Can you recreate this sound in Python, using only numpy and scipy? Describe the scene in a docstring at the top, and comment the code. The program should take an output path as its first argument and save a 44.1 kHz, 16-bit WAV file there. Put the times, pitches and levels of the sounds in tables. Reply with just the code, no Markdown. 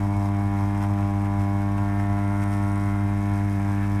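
"""A steady electric hum and buzz: handheld shears, close to the microphone in a small room.
The drive pushes about 100 strokes a second, the housing buzzes and the cutting head rattles with it,
and the blades tick in every stroke. Pushed slowly into cloth, they bite the edge from about 1.5 s:
the buzz turns wiry and sizzles. Deeper in, after 3 s, a narrow ring comes up."""
import sys
import numpy as np
from scipy.fft import rfft, irfft, next_fast_len
from scipy.io import wavfile
from scipy.ndimage import map_coordinates

SR = 44100
rng = np.random.default_rng(int(sys.argv[2]) if len(sys.argv) > 2 else 0)


def transcribe(signal):
    """Save signal, clipped to [-1, 1], as a 16-bit WAV file at the path in sys.argv[1]."""
    frames = np.atleast_2d(signal).T
    limited = np.clip(frames, -1, 1)
    pcm = np.round(limited * 32767).astype(np.int16)
    wavfile.write(sys.argv[1], SR, pcm)


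N = 176400


def amp(db):
    """Decibels to gain."""
    return 10 ** (np.asarray(db) / 20)


def unit(x):
    """Scale to rms 1."""
    return x / np.sqrt(np.mean(x ** 2) + 1e-20)


def along(points, hz):
    """Read (frequency_hz, value) points on a log frequency axis."""
    points_hz, values = np.transpose(points)
    return np.interp(np.log(hz + 1), np.log(points_hz + 1), values)


def clock():
    """Time of each sample in seconds."""
    return np.arange(N) / SR


def curve(rows):
    """Join (time_s, value) points, one value per sample."""
    return np.interp(clock(), *np.transpose(rows))


def wobble(rate_hz):
    """A smooth random curve with rate_hz knots a second."""
    return map_coordinates(rng.standard_normal(4096), [clock() * rate_hz], mode="wrap")


def filtered(x, response):
    """Filter x by a gain given as a function of frequency."""
    size = next_fast_len(N + SR // 2)
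    return irfft(rfft(x, size) * response(np.fft.rfftfreq(size, 1 / SR)), size)[:N]


def noise(spectrum, gate=1, strokes=0, repeat=0):
    """Gated noise through a spectrum, rms 1; the share `repeat` is the same in every stroke."""
    cycle = rng.standard_normal(441)  # about one stroke of samples
    position = np.broadcast_to(strokes % 1 * len(cycle), N)
    repeating = map_coordinates(cycle, [position], mode="grid-wrap")
    source = np.sqrt(repeat) * repeating + np.sqrt(1 - repeat) * rng.standard_normal(N)
    return unit(filtered(gate * source, lambda hz: amp(along(spectrum, hz))))


def bursts(strokes, place, decay, scatter_db, rise=0.099):
    """One burst a stroke, each of its own size; place, decay and rise are in strokes."""
    index, age = np.divmod(strokes - place + 4, 1)
    size = amp(scatter_db * rng.standard_normal(512))[index.astype(int)]
    return size * (1 - np.exp(-age / rise)) * np.exp(-age / decay)


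def harmonic(strokes, k, waver_db, waver_hz, phase):
    """Multiple k of the stroke rate, rms about 1, wavering in level; phase is in cycles."""
    waver = amp(waver_db * np.tanh(wobble(waver_hz)))
    return np.sqrt(2) * np.cos(2 * np.pi * (k * strokes + phase)) * waver


def bite():
    """How hard the blades bite the edge of the cloth, 0 to 1."""
    # the push into the cloth: time_s, bite_share
    push = [(0, 0.12), (1.5, 0.12), (1.9, 0.71), (2.4, 1), (2.9, .95), (3.1, 0.53), (4, .15)]
    return curve(push)


def buzz(strokes, harmonics, waver_db, waver_hz, place, phase_spread):
    """Harmonics that bunch into one downward chirp a stroke; their balance shifts with the bite."""
    lag_strokes = 0.0866  # of each harmonic behind the next one up
    centre = np.mean([row[0] for row in harmonics])
    biting = bite()
    sound = np.zeros(N)
    for k, free_db, biting_db in harmonics:
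        phase = lag_strokes * (k - centre) ** 2 / 2 + phase_spread * rng.standard_normal()
        gain = amp(free_db + biting * (biting_db - free_db))
        sound += gain * harmonic(strokes - place, k, waver_db, waver_hz, phase)
    return sound


def room_tone():
    """The small room's low, steady rumble behind the shears."""
    # spectrum of the room: frequency_hz, relative_db
    rumble = [(15, -9), (30, -14), (42, -2), (54, 3), (70, -5), (100, -0.5), (140, -8.5), (200, -7),
              (260, -14), (500, -24), (1500, -47), (4000, -43), (15000, -52)]
    return amp(-42.5) * noise(rumble)


def drive(strokes):
    """The moving mass pushes once a stroke and hums, with brief swells, beside two faint drones."""
    # hum of the drive: stroke_multiple, level_db
    hum_harmonics = [(1, -24.5), (2, -30), (3, -32.8), (4, -49), (5, -54.5)]
    # steady low drones: pitch_hz, level_db
    drone_tones = [(43.9, -39), (156, -51)]
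    swells_per_s, half_width_s, height_db = 4.6, 0.017, 2.5
    lean_rad = 0.73  # each push builds slowly and falls fast
    peaks_s = (np.arange(40) + 0.23 * rng.standard_normal(40)) / swells_per_s
    swell = np.max([np.exp(-((clock() - s) / half_width_s) ** 4) for s in peaks_s], axis=0)
    swell_db = height_db * (swell - swell.mean())
    hum = np.zeros(N)
    for k, db in hum_harmonics:
        gain = amp(db + (k == 1) * swell_db + 0.45 * wobble(40))  # only the fundamental swells
        hum += gain * np.cos(2 * np.pi * k * strokes + lean_rad)
    drones = sum(amp(db + 0.28 * wobble(14)) * np.cos(2 * np.pi * hz * clock()) for hz, db in drone_tones)
    return np.sqrt(2) * (hum + drones)


def housing(strokes):
    """The shell buzzes on the stroke's multiples, unevenly from stroke to stroke, and knocks."""
    # the shell's harmonics: stroke_multiple, free_db, biting_db
    harmonics = [(6, -11, -8), (7, -7.5, -3.5), (8, -7, -10), (9, -10.5, -9.5), (10, -8, -8.5),
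                 (11, -13.5, -9.5), (12, -16.5, -19.5)]
    # spectrum of a knock: frequency_hz, relative_db
    knock_spectrum = [(60, -77), (330, -5.5), (450, -12.5), (540, -15.5), (690, -4), (770, -1), (950, 2),
                      (1120, 0), (1300, -23), (2000, -82)]
    # buzz and knocks together: time_s, gain_db
    loudness = [(0.0, -37), (0.24, -34.5), (0.36, -37.5), (0.38, -34.5), (0.44, -38), (0.65, -35.5),
                (0.67, -37.5), (0.86, -33.5), (0.89, -36.5), (1.82, -36.5), (3.07, -38.5), (3.14, -39.5),
                (3.41, -38), (3.46, -41), (3.7, -38), (4.0, -40)]
    low_buzz = buzz(strokes, harmonics, waver_db=2, waver_hz=6, place=0.7, phase_spread=0.14)
    low_buzz *= amp(1.04 + 0.72 * wobble(90))
    knocks = noise(knock_spectrum, bursts(strokes, place=0.435, decay=0.35, scatter_db=2.6))
    return amp(curve(loudness)) * (low_buzz + amp(-10) * knocks)


def cutting_head(strokes, chafe_db):
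    """The head buzzes higher and whines; its loose rattle grows with chafing and eases with the bite."""
    # the head's harmonics: stroke_multiple, free_db, biting_db
    harmonics = [(13, -18, -7.5), (14, -11.5, -5.5), (15, -16.5, -12), (16, -13, -8.5), (17, -9, -17),
                 (18, -16, -5), (19, -22.5, -12), (20, -24, -9), (21, -13, -7.5), (23, -14.5, -24)]
    # its fainter overtones: frequency_hz, relative_db
    overtone_spectrum = [(2400, -22), (2600, -24), (2900, -33), (3200, -26), (3400, -40.5), (3700, -26),
                         (4200, -43.5), (5400, -38), (6400, -33)]
    # spectrum of the rattle: frequency_hz, relative_db
    rattle_spectrum = [(600, -73), (1100, -15), (1300, 4.5), (1750, 0), (2000, 0), (2200, -4.5), (2450, -4),
                       (2900, -12.5), (3600, -17.5), (4400, -25.5), (7000, -48)]
    # buzz and rattle together: time_s, gain_db
    loudness = [(0.0, -37), (0.02, -47), (0.7, -44.5), (0.75, -43.5), (0.8, -44.5), (0.85, -41.5),
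                (0.88, -47.5), (1.05, -44), (1.09, -46), (2.57, -44.5), (3.19, -45), (3.41, -43.5),
                (3.42, -45.5), (3.81, -43.5), (3.84, -41.5), (3.89, -45), (3.99, -43.5), (4.0, -35)]
    # whine on the stroke's 22nd multiple: time_s, relative_db
    whine_level = [(0.0, -50), (0.08, -61), (0.15, -47.5), (0.3, -74), (0.34, -53), (0.58, -54),
                   (0.68, -65), (1.65, -51.5), (1.68, -58.5), (2.92, -54), (3.02, -69), (3.22, -52.5),
                   (3.94, -58), (4.0, -50)]
    overtones = sum(amp(along(overtone_spectrum, 100 * k))
                    * harmonic(strokes, k, waver_db=2.5, waver_hz=3.5, phase=rng.random())
                    for k in range(24, 44))
    high_buzz = buzz(strokes, harmonics, waver_db=4, waver_hz=7, place=0.58, phase_spread=0.21)
    whine = amp(curve(whine_level) + 0.5) * np.sqrt(2) * np.cos(2 * np.pi * 22 * strokes)
    rattle = noise(rattle_spectrum, bursts(strokes, place=0.35, decay=0.73, scatter_db=1.5))
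    rattle *= amp(-3.5 + 1.3 * chafe_db - 1.1 * bite())
    return amp(curve(loudness)) * (amp(-0.97) * (high_buzz + overtones) + rattle) + whine


def head_ring():
    """Deep in the cloth the head rings: noise through one narrow resonance."""
    # rise of the ring: time_s, relative_db
    loudness = [(0, -79), (3.05, -61), (3.38, -53), (3.68, -55), (3.77, -52), (3.84, -47), (3.91, -58),
                (4, -48)]
    pitch_hz, half_width_hz = 1721, 68
    ring = filtered(rng.standard_normal(N), lambda hz: 1 / (1 + 1j * (hz - pitch_hz) / half_width_hz) ** 2)
    return amp(curve(loudness) + 1.5) * unit(ring)


def blades(strokes, chafe_db):
    """The blades tick at every contact; biting the cloth adds an even, bright sizzle."""
    # contacts within one stroke: place_strokes, relative_db, decay_strokes
    contacts = [(0.41, -6.5, 0.26), (0.94, -10.5, 0.12), (0.23, -10.5, 0.15)]
    # spectrum of the ticks: frequency_hz, relative_db
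    tick_spectrum = [(1500, -44), (3200, 2.5), (4400, -2), (5400, 4.5), (6900, 1), (8400, 0.5), (9500, 0),
                     (10300, -2.5), (10900, 0.5), (11500, -3), (12900, -2), (13500, -9), (15200, -10)]
    # ticking: time_s, relative_db
    tick_level = [(0.0, -45), (0.01, -58), (0.29, -55.5), (0.3, -60), (0.68, -56), (0.75, -58.5),
                  (0.85, -52.5), (0.88, -58), (2.36, -56.5), (2.44, -53.5), (2.45, -57), (2.56, -54),
                  (2.78, -57), (2.83, -53.5), (3.02, -58), (3.22, -55.5), (3.99, -56), (4.0, -42)]
    # spectrum of the sizzle: frequency_hz, relative_db
    sizzle_spectrum = [(4000, -34), (5400, -4), (7200, -8), (7800, -12), (8100, 0.5), (9600, 0.5),
                       (10300, -14), (10900, -3), (11500, -18), (15000, -14)]
    # sizzling, strongest at the cloth's edge: time_s, relative_db
    sizzle_level = [(0, -66), (1.6, -66.5), (2.2, -61.5), (2.45, -57), (2.66, -58), (2.9, -58),
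                    (3.03, -62.5), (3.25, -64), (4, -65)]
    loose = sum(amp(db) * bursts(strokes, place, decay, scatter_db=2) for place, db, decay in contacts)
    tight = sum(amp(db) * bursts(strokes, place, 0.52 * decay, scatter_db=2)
                for place, db, decay in contacts[:2])
    tick_db = curve(tick_level) + chafe_db - 2 * bite() + 0.84 * wobble(24.73)
    tick_gate = unit(loose) + 0.35  # some hiss stays between contacts
    ticks = amp(tick_db) * noise(tick_spectrum, tick_gate, strokes, repeat=0.33)
    sizzle_db = curve(sizzle_level) + 0.6 * chafe_db
    sizzle = amp(sizzle_db) * noise(sizzle_spectrum, tight, strokes, repeat=0.4)
    return ticks + sizzle


def scene():
    """The shears close up over the room tone; loose parts follow the drive's strokes with slight jitter."""
    # speed of the drive: time_s, stroke_rate_hz
    speed = [(0.0, 99.5), (0.12, 100.6), (0.21, 99.64), (0.39, 100.1), (0.63, 99.5), (0.67, 100.5),
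             (1.37, 99.6), (1.8, 99.9), (1.85, 100.0), (3.29, 100.2), (3.38, 99.6), (3.49, 100.5),
             (3.5, 99.27), (4.0, 100.2)]
    # the blades chafe harder for a few strokes: centre_s, half_width_s, boost_db
    chafes = [(0.273, 0.013, 1.5), (.655, 0.0084, 2), (0.747, 0.033, 0), (0.827, 0.019, 2), (0.99, .012, 2),
              (1.253, .015, 2.5), (1.42, 0.0089, 2.5), (1.633, .012, 3), (1.78, 0.0097, 6),
              (2.0, 0.0074, 5), (2.188, .012, 3.5), (2.43, 0.012, 6), (2.538, .015, 5.5)]
    strokes = np.cumsum(curve(speed)) / SR - 0.25 + 0.0052 * wobble(30)
    shaken = strokes + 0.0015 * wobble(70)
    chafe_db = sum(db * np.exp(-((clock() - s) / half_width_s) ** 2) for s, half_width_s, db in chafes)
    body = drive(strokes) + housing(shaken)
    cutter = cutting_head(shaken, chafe_db) + head_ring() + blades(shaken, chafe_db)
    return (body + cutter + room_tone())[None]


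def record(dry):
    """One microphone channel with nothing above its band limit; both ends fade quickly."""
    top_hz, fade_s = 15400, 0.004
    fade = np.clip(np.minimum(clock(), clock()[::-1]) / fade_s, 0, 1)
    return filtered(dry[0] * fade, lambda hz: hz < top_hz)[None]


dry = scene()
out = record(dry)
transcribe(out)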